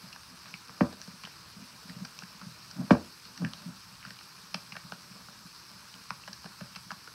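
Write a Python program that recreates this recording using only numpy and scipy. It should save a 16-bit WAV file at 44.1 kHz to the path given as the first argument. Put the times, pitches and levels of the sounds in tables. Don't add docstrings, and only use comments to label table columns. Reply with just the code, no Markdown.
import sys
import numpy as np
from scipy import signal
from scipy.fft import rfft, irfft
from scipy.io import wavfile
from scipy.ndimage import uniform_filter1d

SR = 44100
rng = np.random.default_rng(int(sys.argv[2]) if len(sys.argv) > 2 else 0)


def put_to_file(sound):
    columns = np.atleast_2d(sound).T
    safe = np.clip(columns, -1, 1)
    whole_steps = np.round(safe * 32767)
    wavfile.write(sys.argv[1], SR, whole_steps.astype(np.int16))


N = 314874


def gain_of(db):
    return 10 ** (np.asarray(db) / 20)


def unit_rms(x):
    return x / np.sqrt(np.mean(x ** 2) + 1e-20)


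def peaked(x, db):
    return gain_of(db) * x / abs(x).max()


def curve_at(points, hz):
    f, value = np.transpose(points)
    return np.interp(np.log(hz + 1), np.log(f + 1), value)


def band(centre_hz, octaves):
    return lambda hz: -12 * (np.log2(hz / centre_hz) / octaves) ** 2


def add(mix, start, sound):
    part = mix[round(start * SR):][:len(sound)]
    part += sound[:len(part)]


def impulses(per_s, spread_db, cap):
    sizes = gain_of(spread_db * np.minimum(rng.exponential(1, N), cap))
    return sizes * (rng.random(N) < per_s / SR) * rng.choice([-1, 1], N)


def noise(spectrum, patchy_db, size):
    frames, hz = 4 * N // size + 5, np.fft.rfftfreq(size, 1 / SR)
    real, imag, patches = rng.standard_normal((frames, len(hz), 3)).T
    patches = unit_rms(uniform_filter1d(uniform_filter1d(patches, size=12, axis=0), size=12, axis=1))
    spectra = (real + 1j * imag) * gain_of(curve_at(spectrum, hz)[:, None] + patchy_db * patches)
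    return unit_rms(signal.istft(spectra, nperseg=size, noverlap=3 * size // 4)[1][:N])


# f/Hz, relative level/dB
ROOM_SPECTRUM = [(15, -65), (25, 6), (102, -6), (168, -3), (241, -18), (292, -11), (407, -15), (472, -14.5),
                 (730, -33), (900, -13), (1170, -54), (1980, -120)]
def room_tone(noise_db=-60.5, hum_hz=119, hum_db=-69):
    waver = unit_rms(uniform_filter1d(rng.standard_normal(N), size=6000))
    hum = np.sin(2 * np.pi * hum_hz * np.arange(N) / SR) * gain_of(hum_db + 2.7 * waver)
    return gain_of(noise_db) * noise(ROOM_SPECTRUM, patchy_db=2.0, size=4096) + hum


# f/Hz, relative level/dB
HISS_SPECTRUM = [(410, -51), (700, -12), (994, 1.5), (1240, -0.5), (6000, 0.5), (15600, -6.5)]
def sizzle(hiss_db=-49):
    spits = impulses(per_s=150, spread_db=2.8, cap=3.2)
    spits = irfft(rfft(spits) * gain_of(curve_at(HISS_SPECTRUM, np.fft.rfftfreq(N, 1 / SR))), N)
    hiss = noise(HISS_SPECTRUM, patchy_db=1.4, size=512)
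    return gain_of(hiss_db) * (hiss + gain_of(-9) * unit_rms(spits))


# f/Hz, T60/s
KITCHEN_DECAY = [(100, 0.14), (300, 0.27), (1000, 0.19), (3000, 0.15), (8000, 0.2)]
def kitchen(x):
    taps = np.zeros(SR // 2)
    slots = np.arange(180, SR // 2 - 20, 20)
    taps[slots + rng.integers(0, 20, len(slots))] = rng.choice([-1., 1.], len(slots))
    hz, t, spectra = signal.stft(taps, SR, nperseg=256)
    decay = gain_of(-60 * t / curve_at(KITCHEN_DECAY, hz)[:, None])
    tail = signal.istft(spectra * decay, SR, nperseg=256)[1]
    return signal.fftconvolve(x, tail / np.linalg.norm(tail))[:N]


def crack(contact, drive, lag_cycles=1.7):
    hz = np.fft.rfftfreq(4096, 1 / SR) + 1
    dispersion = np.exp(-2j * np.pi * (lag_cycles * np.log(hz) + hz * 40 / SR))
    return irfft(rfft(contact, 4096) * gain_of(drive(hz)) * dispersion)[:2000]


# f/Hz, relative level/dB, T60/s
BOWL_MODES = [(62, -27, .3), (86, -19, .35), (126, -15, .18), (182, 0, .1), (246, -1, .1), (341, -8, .1),
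              (470, -12, .08), (590, -11, .1), (680, -13, .06), (780, -15, .06), (985, -12, .05),
              (1200, -15, .04), (1355, -15, .04), (1510, -15, .035), (1640, -16, .035), (2000, -22, .015),
              (2400, -17, .025), (2700, -18, .02), (3200, -21, .015), (4300, -20, .015), (4950, -17, .02),
              (5600, -20, .015)]
def ring(drive, seconds=0.44, lag_cycles=0.2125):
    hz, db, t60 = np.transpose(BOWL_MODES)[:, :, None]
    t = np.maximum(np.arange(round(seconds * SR)) / SR - lag_cycles / hz, 0)
    envelope = gain_of(db + drive(hz) - 60 * t / t60) * (1 - np.exp(-t * hz * 2))
    polarity = (-1) ** np.arange(len(BOWL_MODES))[:, None]
    return (polarity * envelope * np.sin(2 * np.pi * hz * t)).sum(0)


def settled(sound, after_s, choke_db=-4.5, span_s=0.0045):
    t = np.arange(len(sound)) / SR
    return sound * gain_of(choke_db / (1 + np.exp(np.clip((after_s - t) / span_s, -50, 50))))


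# onset t/s, duration/s, level/dB
SQUELCH_BURSTS = [(0.424, .1, -51), (1.233, .06, -53), (2.393, .05, -52.5), (4.02, 0.086, -52),
                  (4.182, .04, -62), (6.245, 0.044, -57), (6.43, .04, -62)]
def squelches():
    t = np.arange(N) / SR
    pops = impulses(per_s=490, spread_db=4, cap=4)
    crackle = signal.oaconvolve(pops, crack(np.ones(1), band(1850, 1.4)))[:N]
    bursts = sum(gain_of(db) * np.sin(np.pi * np.clip((t - start) / length, 0, 1))
                 for start, length, db in SQUELCH_BURSTS)
    return bursts * unit_rms(crackle)


# peak t/s, build-up/s, force level/dB
SPOON_SHOVES = [(0.32, .08, -60), (1.43, .08, -84), (1.625, 0.1, -49.5), (1.75, .05, -60), (1.9, 0.04, -51),
                (2.03, 0.14, -49), (2.45, 0.066, -51.5), (2.818, 0.074, -30), (3.442, 0.062, -30),
                (3.695, 0.056, -43), (4.08, 0.066, -55), (4.71, 0.046, -57), (5.97, 0.069, -60),
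                (6.3, .05, -59)]
def force_db(t, climb_db=29, release_db_per_s=446):
    peak_s, build_s, db = np.transpose(SPOON_SHOVES)[:, :, None]
    below_peak = np.where(t < peak_s, climb_db * ((peak_s - t) / build_s) ** 2,
                          release_db_per_s * (t - peak_s))
    return (db - below_peak).max(0)


# t/s, rumble level/dB, scrape level/dB
STIRRING_LEVELS = [(0.0, -61, -68), (0.2, -67, -71), (0.97, -62.5, -66), (1.27, -71, -69), (2.76, -68, -70),
                   (2.92, -61, -63), (3.06, -65, -79), (3.34, -63.5, -71), (3.58, -55, -61.5),
                   (3.82, -66, -74.5), (4.38, -72, -72.5), (4.87, -63, -69), (5.49, -68, -75.5),
                   (7.14, -66, -73)]
def drag(sway_db=4.5, chatter_db_per_s=245):
    t = np.arange(N) / SR
    rumble = signal.oaconvolve(rng.standard_normal(N), ring(band(161.6, 0.83)))[:N]
    power = uniform_filter1d(rumble ** 2, size=900) + 0.25 * np.mean(rumble ** 2)
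    rumble = rumble / power ** 0.093
    slips = impulses(per_s=500, spread_db=1.13, cap=5)
    scrape = signal.oaconvolve(slips, ring(band(1000, 1.48), seconds=0.087))[:N]
    times, rumble_db, scrape_db = np.transpose(STIRRING_LEVELS)
    sway = unit_rms(uniform_filter1d(uniform_filter1d(rng.standard_normal(N), size=1500), size=1500))
    stir_rumble = gain_of(np.interp(t, times, rumble_db) + sway_db * sway)
    stir_scrape = gain_of(np.interp(t, times, scrape_db) + sway_db * sway)
    chatter = sum((t > start) * gain_of(db - 27 - chatter_db_per_s * abs(t - start))
                  for start, db, *_ in BOWL_DROPS)
    shove_db = force_db(t)
    shove_scrape = gain_of(0.79 * shove_db - 28.5)
    return (unit_rms(rumble) * (gain_of(shove_db) + stir_rumble)
            + unit_rms(scrape) * (shove_scrape + stir_scrape + chatter))


# t/s, peak level/dB
BASE_THUDS = [(0.037, -42), (0.453, -49), (0.54, -42.5), (0.697, -49), (1.079, -38), (1.136, -44),
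              (1.243, -44), (1.563, -46), (1.852, -43), (1.899, -39), (1.964, -36), (2.018, -33),
              (2.232, -40), (2.349, -48), (2.465, -35), (3.256, -49), (3.426, -25), (3.45, -28),
              (3.608, -44), (3.66, -36), (3.864, -53), (4.111, -46.5), (4.375, -53), (4.434, -49.5),
              (4.549, -35), (4.723, -41.5), (4.765, -46), (4.847, -42), (4.925, -41), (5.11, -44),
              (5.287, -46), (5.453, -43.5), (6.111, -39.5), (6.289, -46), (6.451, -38), (6.615, -34),
              (6.712, -52), (6.767, -45), (6.864, -47.5), (6.921, -41.5)]
def thuds(contact_s=0.0043):
    out, push = np.zeros(N), np.hanning(round(contact_s * SR))
    for (start, db), centre_hz in zip(BASE_THUDS, rng.uniform(129.5, 179.45, len(BASE_THUDS))):
        thud = signal.oaconvolve(push, ring(band(centre_hz, 0.71), seconds=.2))
        add(out, start - .004, peaked(settled(thud, after_s=0.02604), db))
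    return out


# t/s, snap level/dB, snap f/Hz, knock level/dB, knock f/Hz, tick level/dB, contact time/ms
SHARP_KNOCKS = [(0.1273, -43, 2850, -55, 1050, -37, 6), (0.1608, -48, 1530, -39, 1110, -43, 2.8),
                (0.5407, -30.5, 2270, -44, 890, -41, 2.9), (0.684, -50, 2600, -55, 1050, -39, 1.5),
                (0.6948, -50, 1790, -38.5, 1030, -42, 2.1), (0.9274, -49, 1740, -43.5, 600, -42, 3.2),
                (1.0167, -43, 1650, -56, 1050, -28.5, 0.79), (1.076, -50, 1640, -44, 744, -39, 3.4),
                (1.2366, -44, 2620, -37.5, 1050, -36, 3.5), (1.242, -38, 2800, -38, 1050, -50, 1.3),
                (1.252, -35, 2920, -46, 1030, -40, 2.6), (1.271, -48, 1600, -43.5, 745, -45, 5.1),
                (1.8974, -40, 1800, -47, 1050, -44, 1.4), (2.0497, -41.5, 1540, -43, 1040, -33, 6.2),
                (2.1903, -38.5, 2560, -45, 1050, -29, 1.3), (2.2235, -41, 1480, -43, 606, -53, 1.5),
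                (2.2358, -41, 1750, -65, 900, -41, 3.3), (2.4125, -50, 1490, -41.5, 880, -44, 8.5),
                (2.712, -48, 1490, -58, 1050, -36, 4.4), (2.897, -58, 1600, -38, 680, -48, 4.3),
                (2.9502, -43, 1660, -24, 595, -56, 3.2), (2.9687, -48, 1590, -34, 600, -53, 2.8),
                (3.2524, -54, 2690, -62, 1050, -39, 4.4), (3.3763, -43.5, 1740, -64, 600, -35, 3.3),
                (3.421, -56, 2500, -34.5, 600, -52, 0.71), (3.4497, -26, 1700, -43, 600, -35, 0.54),
                (3.536, -35.5, 3250, -41, 1040, -30, 1.3), (4.0284, -44, 2350, -48, 1050, -52, 2.5),
                (4.0513, -43, 1530, -37, 1050, -44, 1.8), (4.1065, -38, 1690, -47, 600, -38, 2.5),
                (4.19, -45, 2600, -63, 1050, -42, 2.2), (4.2095, -48, 1600, -46, 1050, -46, 3.4),
                (4.5436, -25.5, 2760, -26.5, 910, -23.5, 4), (4.7217, -34.5, 2280, -41.5, 1070, -40, 6.5),
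                (4.7536, -56, 1630, -36, 1050, -50, 4.9), (4.7656, -35, 1770, -37.5, 750, -36.5, 4.4),
                (4.9219, -35.5, 1450, -31, 700, -36, 1.9), (5.2855, -66, 1530, -39, 940, -52, 3),
                (5.9417, -40, 3130, -50, 950, -40, 1.9), (6.106, -33.5, 2000, -23.5, 1110, -31, 2.54),
                (6.2372, -45, 2500, -50, 950, -59, 2.5), (6.2771, -42, 1810, -36.5, 836, -39, 4.4),
                (6.284, -42, 1600, -50, 1050, -39, 1.7), (6.331, -46, 1620, -63, 1050, -30, 2.9),
                (6.4445, -46, 2820, -38.5, 900, -52, 0.7), (6.4585, -45, 1630, -40, 610, -43, 4.3),
                (6.6072, -41, 1580, -39.5, 580, -42, 6.4), (6.752, -43, 2970, -62, 1050, -50, 1.6),
                (6.7595, -40.5, 2380, -37.5, 1070, -33.5, 5.2), (6.9054, -39, 1640, -30, 1040, -50, 3.3),
                (6.9116, -47, 1530, -38, 1050, -37, 1.4), (6.9169, -39, 1550, -31.5, 920, -33, 2.3),
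                (7.0752, -43.5, 1530, -45.5, 603, -43, 3.7)]
def knocks():
    out, t_ms = np.zeros(N), np.arange(800) / SR * 1000
    grits = rng.standard_normal((len(SHARP_KNOCKS), 800))
    for impact, grit in zip(SHARP_KNOCKS, grits):
        start, snap_db, snap_hz, knock_db, knock_hz, tick_db, contact_ms = impact
        progress = t_ms / contact_ms
        contact = grit * abs(grit) * progress ** 2 * np.exp(-4 * progress)
        bands = ((snap_db, band(snap_hz, 0.24)), (snap_db + 2.5, band(2630, 0.46)),
                 (knock_db, band(knock_hz, 0.96)),
                 (tick_db, band(5000, 0.42)), (tick_db - 9, band(9100, 0.65)))
        for db, drive in bands:
            ringing = signal.oaconvolve(contact, ring(drive, seconds=0.062))
            add(out, start - .0025, peaked(crack(contact, drive), db))
            add(out, start - .0015, peaked(ringing, db - 20))
    return out


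# t/s, ring peak level/dB, contact cut-off f/Hz, crack level/dB re ring, crunch peak level/dB
BOWL_DROPS = [(0.808, -12, 506, -4.5, -40.5), (2.907, -6.5, 520, -2, -30.5)]
def drops(bass_cut_hz=59, ring_lag_s=0.00338):
    out, t = np.zeros(N), np.arange(2000) / SR
    grits = rng.standard_normal((len(BOWL_DROPS), 2, 2000))
    for (start, db, cut_hz, crack_db, crunch_db), (base_grit, paste_grit) in zip(BOWL_DROPS, grits):
        ringing = ring(lambda hz: -17 * np.log10(1 + (hz / cut_hz) ** 2)
                       - 14 * np.log10(1 + (bass_cut_hz / hz) ** 2))
        first_wave = crack(np.ones(1), band(454, 1.72))
        rattle = crack(base_grit * np.exp(-t / 0.0058), band(1820, 0.93))
        crunch = crack(paste_grit * t * np.exp(-t / 0.0092), band(5400, 1.06))
        add(out, start + ring_lag_s, peaked(settled(ringing, after_s=0.031), db))
        add(out, start - .001, peaked(first_wave, db + crack_db))
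        add(out, start - .001, peaked(rattle, db + crack_db - 6.5))
        add(out, start - .004, peaked(crunch, crunch_db))
    return out


def scene():
    bowl = drops() + knocks() + thuds() + drag() + squelches()
    return (bowl + gain_of(-9) * kitchen(bowl) + sizzle() + room_tone())[None]


# f/Hz, level/dB
MIC_RESPONSE = [(900, -0.5), (1240, 2.5), (1570, 1), (2060, -6.5), (2400, -2), (3370, -7.5), (4260, 0.5),
                (5180, 2), (7170, -12), (8170, -5.5), (9300, -11.5), (11000, -7.5), (15600, -13.5)]
def record(dry, low_cut_hz=67.4, band_limit_hz=15780):
    coloured = irfft(rfft(dry) * gain_of(curve_at(MIC_RESPONSE, np.fft.rfftfreq(N, 1 / SR))), N)
    high_pass = signal.butter(4, low_cut_hz, "high", fs=SR, output="sos")
    low_pass = signal.firwin(1023, band_limit_hz, window=("kaiser", 9), fs=SR)
    return signal.oaconvolve(signal.sosfilt(high_pass, coloured), low_pass[None], "same")


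dry = scene()
out = record(dry)
put_to_file(out)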